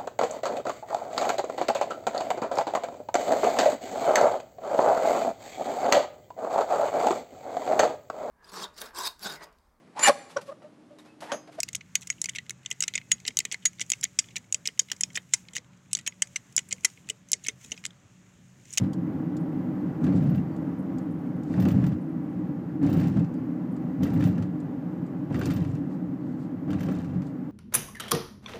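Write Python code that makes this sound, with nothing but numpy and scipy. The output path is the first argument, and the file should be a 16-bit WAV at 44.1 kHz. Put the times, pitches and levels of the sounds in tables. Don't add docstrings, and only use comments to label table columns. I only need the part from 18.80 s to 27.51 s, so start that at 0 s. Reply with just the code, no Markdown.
import sys
import numpy as np
from scipy import signal
from scipy.fft import rfft, irfft, next_fast_len
from scipy.io import wavfile

SR = 44100
rng = np.random.default_rng(int(sys.argv[2]) if len(sys.argv) > 2 else 0)


def to_wav(sig):
    pcm = np.clip(np.atleast_2d(sig), -1, 1) * 32767
    pcm = np.round(pcm).astype(np.int16)
    wavfile.write(sys.argv[1], SR, pcm.T)


N = 384111
T = np.arange(N) / SR

# (time [s], cabin boom [dB], tyre ring [dB])
HEAVY_THUMPS = [(0.008, -15, -38), (1.232, -36, -19.5), (1.285, -29, -21.5), (1.398, -42, -43),
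                (1.473, -18.5, -43), (1.513, -17, -27.5), (2.775, -12, -23.5), (2.856, -35, -17.5),
                (2.932, -14, -58), (3.017, -16.5, -25), (4.029, -33, -14.5), (4.135, -21.5, -22.5),
                (4.36, -14.5, -24.5), (4.398, -19, -30), (5.225, -23.5, -21), (5.36, -32, -22),
                (5.446, -15.5, -45), (5.571, -17, -31.5), (6.501, -24, -23), (6.667, -31, -25.5),
                (7.876, -24, -24), (7.935, -20.5, -30.5), (8.111, -21, -38), (8.351, -17, -37)]
# (pitch [Hz], width [Hz], level [dB])
PANEL_NOTES = [(364, 26.4, 4), (440, 28.4, 2), (513.4, 39.3, 2), (617, 37, -2), (770.6, 44, -3),
               (864, 33, -8), (961, 11, -7.5), (1136, 30, -12)]
# (frequency [Hz], level [dB])
SLAP_TONE = [(20, -14), (40, -6.5), (90, -0.5), (350, -0.5), (480, -1.5), (700, -5.5), (1000, -14.5),
             (2000, -21), (4000, -44), (9000, -72.5)]
# (frequency [Hz], level [dB])
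THUMP_TONE = [(20, -33), (40, -22.5), (58, -18.5), (74, -10), (88, 11.5), (104, 11.5), (125, -4),
              (200, -50), (800, -100)]
def rumble_strips():
    out = np.zeros(N)
    lead_s = 0.01273
    hits = strip_hits()
    heavy = [(s, boom, ring, (boom + 2 * ring) / 3 - 15.5) for s, boom, ring in HEAVY_THUMPS]
    for s, boom_db, ring_db, slap_db, *_ in hits + heavy:
        boom = cabin_boom(rough_push(0.002, 0.24))
        add(out, s - lead_s, at_level(boom, boom_db, 0.0085))
        ring = tyre_ring(rough_push(0.00096, 0.19))
        add(out, s - lead_s, at_level(ring, ring_db, 0.011))
        panels = resonate(rough_push(0.0011, 0.17), PANEL_NOTES)
        add(out, s, at_level(panels, slap_db - 3, 0.013))
        slap = colour(rough_push(0.0022, 0.29), SLAP_TONE)
        add(out, s, at_level(slap, slap_db, 0.022))
    for s, *_, thump_db, _ in hits:
        thump = colour(rough_push(0.0014, 0.16), THUMP_TONE)
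        add(out, s - lead_s, at_level(thump, thump_db, 0.0061))
    return out


# (time [s], car speed [m/s], cabin boom [dB], tyre ring [dB], tread slap [dB],
# suspension thump [dB], trim buzz [dB])
STRIP_PATCHES = [(-0.38, 19.6, -24, -19.5, -39, -47, -49.5), (1.212, 21.1, -20, -24.5, -41, -40, -58.5),
                 (2.702, 18.7, -21, -26.5, -39, -32, -56), (4.014, 22.3, -20.5, -24.5, -38.5, -29.5, -51.5),
                 (5.204, 19.3, -22, -25, -39, -28.5, -53), (6.502, 17.85, -24.5, -28.5, -41, -28, -52.5),
                 (7.884, 17.7, -29, -33, -42.5, -33, -53.5)]
def strip_hits():
    strip_gap_m, axle_gap_m = 0.72, 2.6
    hits = []
    for start_s, speed, *levels_db in STRIP_PATCHES:
        for along_m in np.arange(8) * strip_gap_m:
            front_s = along_m / speed
            rear_s = (along_m + axle_gap_m) / speed
            front_db = [-np.exp(-front_s / 0.023), 0, 0, 0, 0]
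            rear_db = [1.5, -7.5, -7.5, -1.5, -10.5 + 0.8 * along_m]
            hits.append((start_s + front_s, *np.add(levels_db, front_db)))
            hits.append((start_s + rear_s, *np.add(levels_db, rear_db)))
    return hits


# (pitch [Hz], width [Hz], level when struck [dB], level when rolling [dB])
CABIN_NOTES = [(99.4, 30, -7, -16), (145.2, 53.4, -1.5, -6), (181, 33.3, 3, -1.5)]
def cabin_boom(push, rolling=False):
    notes = np.array(CABIN_NOTES)[:, [0, 1, 3 if rolling else 2]]
    return band(resonate(push, notes), 82, 230, order=4)


# (pitch [Hz], width [Hz], level when struck [dB], level when rolling [dB], pitch fall [Hz/s])
TYRE_NOTES = [(249.1, 21.3, -0.5, 0.5, 0), (281, 28.6, 0.5, -3, 1), (303.4, 18.9, -1, -0.5, 2)]
def tyre_ring(push):
    return band(resonate(push, np.array(TYRE_NOTES)[:, :3]), 217.5, 378)


# (time [s], level [dB])
PANEL_THUDS = [(1.273, -31.5), (1.298, -41), (1.328, -33), (2.789, -46), (2.85, -32), (2.869, -34.5),
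               (3.061, -38), (4.089, -33), (4.166, -31.5), (5.379, -38), (5.424, -44), (6.562, -36),
               (6.58, -37), (6.612, -34), (6.655, -35), (6.719, -49), (7.878, -43), (8.017, -49),
               (8.083, -32), (8.364, -47)]
# (frequency [Hz], level [dB])
THUD_TONE = [(150, -12), (300, 12.5), (370, 6), (480, 1.5), (750, -5.5), (1000, -13), (1300, -14.5),
             (2500, -35), (8000, -74.5)]
def panel_thuds():
    out = np.zeros(N)
    for s, db in PANEL_THUDS:
        thud = colour(rough_push(rise_s=0.0015, fade_s=0.1), THUD_TONE)
        add(out, s, at_level(thud, db, 0.011))
        add(out, s, at_level(resonate(thud, PANEL_NOTES), db - 3.5, 0.0091))
    return out


# (frequency [Hz], level [dB])
BUZZ_TONE = [(500, -2), (1000, 4.5), (1800, 12.5), (2200, 0.5), (2650, 8), (3300, 1.5), (4600, -3.5),
             (5200, 0.5), (6100, -5), (7600, -4.5), (9500, -11), (12000, -26.5), (15500, -11)]
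# (pitch [Hz], width [Hz], level [dB])
TRIM_NOTES = [(672, 28, -3.5), (1160, 45, 6.5), (1340, 130, 5.5), (1606, 48, 4), (1927, 82, 2.5),
              (2330, 45, 0), (2654, 90, 1), (2780, 40, -2), (3084, 130, -1), (3600, 120, -4),
              (3930, 45, -5), (4310, 45, -7.5), (4645, 100, -7), (6270, 180, -11)]
def trim_buzz():
    shake = shaking()
    energy = signal.lfilter([1], [1, -np.exp(-1 / (0.002 * SR))], taps(750, 3.2) ** 2)
    crunch = unit(colour(np.sqrt(energy) * rng.standard_normal(N), BUZZ_TONE))
    rings = sum(gain(db) * unit(resonate(taps(110, 2.6), [(hz, width, 0)]))
                for hz, width, db in TRIM_NOTES)
    plastic_taps = signal.fftconvolve(taps(110, 3), strike(0.025, 0.7))[:N]
    clicks = unit(colour(plastic_taps, SNAP_TONE))
    metal_taps = signal.fftconvolve(taps(70, 3), strike(0.06, 0.4))[:N]
    jumping = np.minimum(shake / gain(-50), 1)
    tinkle = jumping * unit(resonate(metal_taps, METAL_NOTES))
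    mix = gain(-2.4) * crunch + gain(-1.5) * unit(rings) + gain(-11.5) * clicks + gain(-9.5) * tinkle
    return mix * shake


def shaking():
    t = T[:SR]
    lag_s, rise_s = 0.015, 0.0049
    settling = gain(-16) * fade(t, 0.51)
    jolt = (1 - np.exp(-t / rise_s)) * (fade(t, 0.24) + settling)
    energy = np.zeros(N)
    for s, *_, buzz_db in strip_hits():
        add(energy, s + lag_s, (gain(buzz_db) * jolt) ** 2)
    for s, *_, snap_db in TRIM_KNOCKS:
        rebound = gain(snap_db - 3) * fade(t, 0.21)
        add(energy, s, rebound ** 2)
    return np.sqrt(energy)


# (time [s], pitch [Hz], knock [dB], bright snap [dB])
TRIM_KNOCKS = [(1.241, 1420, -57, -53), (1.2673, 1720, -51, -59), (1.325, 1750, -55, -67),
               (1.548, 1400, -56, -61), (1.578, 2750, -56.5, -66), (2.739, 1890, -52.5, -61),
               (2.8, 1290, -61, -50.5), (2.825, 1660, -54, -56), (2.853, 1380, -46, -52),
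               (2.886, 2600, -51, -49), (2.906, 1350, -49.5, -59), (2.943, 1910, -62, -70),
               (3.041, 1660, -49.5, -59), (3.065, 2800, -55, -53), (3.12, 1680, -57, -68),
               (4.028, 1340, -67, -58), (4.071, 2200, -53, -65), (4.128, 1290, -55, -53),
               (4.196, 1650, -54, -64), (4.212, 2100, -52, -57), (4.239, 1700, -55, -60),
               (4.371, 1670, -53, -60.5), (4.395, 2500, -61, -60), (4.446, 4100, -66, -64),
               (5.2322, 1850, -48.5, -46), (5.2543, 1610, -52, -65), (5.268, 1900, -53, -67),
               (5.407, 1800, -48, -58), (5.425, 1790, -46.5, -65), (5.4392, 1900, -49, -47.5),
               (5.58, 1700, -54, -60), (5.624, 1840, -56, -56.5), (6.544, 1990, -47.5, -55),
               (6.557, 1900, -51, -64), (6.593, 1500, -52, -57), (6.6138, 1490, -41, -49),
               (6.634, 2390, -51, -53), (6.656, 1460, -62, -41), (6.701, 1400, -48, -58),
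               (6.7059, 2060, -46.5, -49), (6.714, 1650, -56, -52), (6.764, 2400, -61, -53.5),
               (6.849, 2300, -53.5, -60), (7.9046, 1290, -51, -61), (7.931, 1690, -49, -55),
               (7.989, 1700, -55, -71), (8.007, 1660, -50, -60), (8.031, 1640, -52, -57),
               (8.087, 1750, -50, -58), (8.1198, 1660, -52.5, -66), (8.176, 1700, -68, -74),
               (8.245, 2370, -59, -64), (8.42, 1700, -61, -61.5)]
# (frequency [Hz], level [dB])
KNOCK_TONE = [(600, -7), (1300, 10), (2800, 5.5), (4200, -25), (6000, -33), (15000, -80)]
# (frequency [Hz], level [dB])
SNAP_TONE = [(1500, -31.5), (3500, -2.5), (4600, -2.5), (5200, -3), (6100, -4), (7500, -4), (9200, -14),
             (11000, -12), (15000, -22)]
# (pitch [Hz], width [Hz], level [dB])
PLASTIC_NOTES = [(2763, 60, -3), (3924, 70, 1.5), (4620, 100, 0), (5073, 70, -0.5), (6080, 120, -1),
                 (7293, 130, 0)]
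def trim_clacks():
    out = np.zeros(N)
    chance = rng.standard_normal((len(TRIM_KNOCKS), len(TRIM_NOTES), 3))
    for (s, hz, knock_db, snap_db), scatter in zip(TRIM_KNOCKS, chance):
        sharpness = 0.5 + gain(knock_db + 31)
        knock = colour(strike(0.035, sharpness), KNOCK_TONE)
        add(out, s, at_level(knock + resonate(knock, [(hz, 110, 6)]), knock_db, 0.018))
        pieces = np.array(TRIM_NOTES) + scatter * [10, 0, 4]
        ring = resonate(strike(0.09, 0.33), pieces)
        add(out, s, at_level(ring, knock_db + 1.5, 0.0074))
        crack = colour(rough_push(rise_s=0.0003, fade_s=0.018), SNAP_TONE)
        add(out, s, at_level(crack, snap_db - 3, 0.008))
        tail = colour(strike(fade_s=0.092, sharpness=0.3), SNAP_TONE)
        tail += gain(6.5) * resonate(tail, PLASTIC_NOTES)
        add(out, s, at_level(tail, snap_db - 3.5, 0.0073))
    return out


# (time [s], level [dB])
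METAL_BOUNCES = [(1.4266, -55), (1.495, -53.5), (1.556, -54), (2.8015, -46), (2.822, -43), (2.883, -47),
                 (2.914, -50), (3.041, -58), (3.0669, -52), (4.095, -51), (4.129, -46), (4.1719, -50),
                 (4.198, -48), (4.2782, -54), (5.335, -49.5), (5.4001, -54), (5.4355, -55), (5.458, -47),
                 (5.4737, -48), (6.591, -47), (6.655, -55), (6.735, -46), (6.765, -50), (8.004, -51),
                 (8.0316, -53), (8.12, -55)]
# (pitch [Hz], width [Hz], level [dB])
METAL_NOTES = [(10400, 350, -19), (12760, 330, -8.5), (13200, 400, -14.5), (13950, 240, 0.5),
               (14280, 240, -8), (14620, 180, -2), (14850, 170, 2.5), (15900, 160, 3)]
def metal_jingle():
    out = np.zeros(N)
    chance = rng.standard_normal((len(METAL_BOUNCES), len(METAL_NOTES), 3))
    for (s, db), scatter in zip(METAL_BOUNCES, chance):
        notes = np.array(METAL_NOTES) + scatter * [70, 0, 3.5]
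        contact = strike(fade_s=0.089, sharpness=0.2)
        ring = resonate(contact, notes) + gain(-17) * band(contact, 13600, 15400)
        add(out, s, at_level(ring, db, 0.0032))
        plastic_snap = colour(strike(0.089, 0.39), BUZZ_TONE)
        add(out, s, at_level(plastic_snap, db - 3, 0.0081))
    return out


# (time [s], level [dB])
LONE_TICKS = [(0.1316, -50), (0.567, -52.5), (1.208, -71), (1.7624, -61.5), (2.1825, -55.5),
              (2.6327, -60.5), (4.5401, -64), (4.963, -63), (5.8012, -61), (6.264, -66), (6.897, -68),
              (6.913, -69), (6.951, -74), (8.4667, -62)]
# (frequency [Hz], level [dB])
TICK_TONE = [(1500, -40), (2400, -26), (3000, -2.5), (4000, -5.5), (4800, -1), (6000, -8), (7100, 1.5),
             (8500, -5), (10500, -17), (15000, -17)]
def plastic_ticks():
    out = np.zeros(N)
    for s, db in LONE_TICKS:
        tick = colour(rough_push(rise_s=0.0005, fade_s=0.05), TICK_TONE)
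        add(out, s, at_level(tick, db, 0.0067))
    return out


# (time [s], rumble [dB], tyre and wind hiss [dB])
ROAD_LEVELS = [(0, -27.5, -45), (.9, -28.7, -44.5), (2.198, -29.5, -45.5), (3.6, -29.5, -47),
               (4.8, -29, -46.5), (6.2, -31, -47), (7.4, -29, -47.5), (8.1, -33, -48.5), (8.7, -32.5, -48)]
def road_noise():
    s, rumble_db, hiss_db = np.transpose(ROAD_LEVELS)
    asphalt, air, tread = rng.standard_normal((3, N))
    rumble = unit(cabin_boom(asphalt, rolling=True)) * gain(-4.5) + unit(tyre_hum()) * gain(-3.5)
    rumble *= gain(np.interp(T, s, rumble_db))
    hiss = unit(resonate(tread, PANEL_NOTES)) * gain(-1.05) + unit(wind(air)) * gain(1)
    hiss *= gain(np.interp(T, s, hiss_db))
    surface_db = 0.5 * wander(9)
    return (rumble + hiss) * gain(surface_db)


def tyre_hum():
    out = np.zeros(N)
    for hz, width, _, db, fall in TYRE_NOTES:
        ring = resonate(rng.standard_normal(N), [(hz, width, db)])
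        ring = signal.hilbert(ring, next_fast_len(N))[:N]
        shift_hz = fall * (T.mean() - T)
        out += np.real(ring * np.exp(2j * np.pi * np.cumsum(shift_hz) / SR))
    return band(out, 229, 337.5)


# (frequency [Hz], level [dB])
WIND_TONE = [(20, -28), (45, -7), (80, 6), (330, 7), (420, 2), (900, -5), (1400, -8.5), (2000, -17.5),
             (2700, -24.5), (3800, -35), (7000, -38.5), (10000, -49), (13000, -35), (15500, -39.5)]
# (pitch [Hz], width [Hz], level against the hiss [dB])
WIND_NOTES = [(980, 21, -11.5), (1680, 30, -8.5), (1757, 36, -9), (2000, 110, -1.5), (2310, 44, -15),
              (2635, 42, -6), (3040, 120, -5), (3590, 60, -12.5), (6660, 100, -6), (7070, 100, -5.5)]
def wind(air):
    hiss = colour(air, WIND_TONE)
    return hiss + sum(resonate(hiss, [note]) for note in WIND_NOTES)


# (time [s], ticks [count], strength of each [dB])
FINE_TICK_RUNS = [(0.6, 5, -44), (1.986, 6, -42), (2.218, 5, -48), (2.31, 5, -43), (2.39, 3, -47),
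                  (2.462, 4, -49), (2.562, 3, -47), (3.214, 4, -45), (3.288, 4, -48), (3.428, 4, -49),
                  (3.5, 3, -49), (4.918, 3, -42)]
def fine_ticking():
    step_s, pause_s = 0.0044, 0.019
    ticks = np.zeros(N)
    for s, count, db in FINE_TICK_RUNS:
        run = s + step_s * np.arange(round(count))
        for tick_s in [*run, run[-1] + pause_s]:
            add(ticks, tick_s, gain([db]))
    return band(ticks, 7900, 12000)


# (time [s], length [s], level [dB])
RUSTLE_SWELLS = [(1.04, 0.12, -85), (1.332, 0.073, -59), (2.618, 0.17, -66.5), (7.07, 0.12, -70),
                 (7.375, 0.25, -74.5), (7.555, 0.14, -68), (8.397, 0.15, -69.5)]
# (frequency [Hz], level [dB])
RUSTLE_TONE = [(2000, -11), (3800, -2.5), (4500, -1), (5600, -6.5), (7500, -4.5), (10000, -15),
               (15000, -29)]
def rustles():
    swell = np.zeros(N)
    for s, length_s, db in RUSTLE_SWELLS:
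        add(swell, s, gain(db) * np.hanning(int(length_s * SR)))
    return swell * unit(colour(rng.standard_normal(N), RUSTLE_TONE))


# (time [s], length [s], starting pitch [Hz], level [dB])
TRIM_SQUEAKS = [(1.075, .06, 4750, -84), (1.69, 0.091, 4600, -74), (4.54, .06, 4860, -77),
                (7.393, .07, 4580, -78), (7.5, .08, 4500, -79)]
def trim_squeaks():
    fall_hz_per_s, waver_hz = 1500, 55
    out = np.zeros(N)
    for s, length_s, hz, db in TRIM_SQUEAKS:
        t = T[:int(length_s * SR)]
        pitch = hz - fall_hz_per_s * t + waver_hz * wander(300)[:len(t)]
        tone = np.sqrt(2) * np.sin(2 * np.pi * np.cumsum(pitch) / SR)
        add(out, s, gain(db) * np.hanning(len(t)) * tone)
    return out


def rough_push(rise_s, fade_s):
    t = T[:12000]
    return rng.standard_normal(len(t)) * (1 - np.exp(-t / rise_s)) * fade(t, fade_s)


def strike(fade_s, sharpness):
    t = T[:8192]
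    hit = rng.standard_normal(len(t)) * fade(t, fade_s)
    hit /= np.sqrt(np.sum(hit ** 2))
    hit[0] += sharpness
    return hit


def taps(per_second, spread_db):
    hit = rng.random(N) < per_second / SR
    return hit * gain(spread_db * np.minimum(rng.exponential(size=N), 4))


def wander(per_second):
    points = rng.standard_normal(512)
    return np.interp(T * per_second, np.arange(len(points)), points)


def fade(t, fade_s):
    return np.exp(-np.log(1000) * t / fade_s)


def resonate(x, notes):
    return sum((-1) ** k * gain(db) * signal.lfilter(*signal.iirpeak(hz, hz / width, SR), x)
               for k, (hz, width, db) in enumerate(notes))


def colour(x, tone):
    hz, db = np.transpose(tone)
    size = next_fast_len(len(x) // 2 + 1024) * 2
    freqs = np.maximum(np.arange(size // 2 + 1) * SR / size, 1)
    curve = gain(np.interp(np.log(freqs), np.log(hz), db))
    folded = irfft(np.log(curve))
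    folded[1:size // 2] *= 2
    folded[size // 2 + 1:] = 0
    return irfft(rfft(x, size) * np.exp(rfft(folded)))[:len(x)]


def band(x, low_hz, high_hz, order=3):
    return signal.sosfilt(signal.butter(order, [low_hz, high_hz], "band", fs=SR, output="sos"), x)


def gain(db):
    return 10 ** (np.asarray(db) / 20)


def unit(x):
    return x / np.sqrt(np.mean(x ** 2) + 1e-20)


def at_level(x, db, span_s):
    return x * gain(db) * np.sqrt(span_s * SR / np.sum(x ** 2))


def add(out, s, sound):
    i = int(s * SR)
    part = sound[max(-i, 0):max(N - i, 0)]
    out[max(i, 0):max(i, 0) + len(part)] += part


def scene():
    driving = road_noise() + rumble_strips() + panel_thuds()
    rattles = trim_buzz() + trim_clacks() + plastic_ticks() + metal_jingle()
    faint = rustles() + trim_squeaks() + fine_ticking()
    return (driving + rattles + faint)[None]


def record(dry):
    top_hz = 15250
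    return signal.sosfilt(signal.ellip(10, 0.2, 80, top_hz, fs=SR, output="sos"), dry)


dry = scene()
out = record(dry)
to_wav(out)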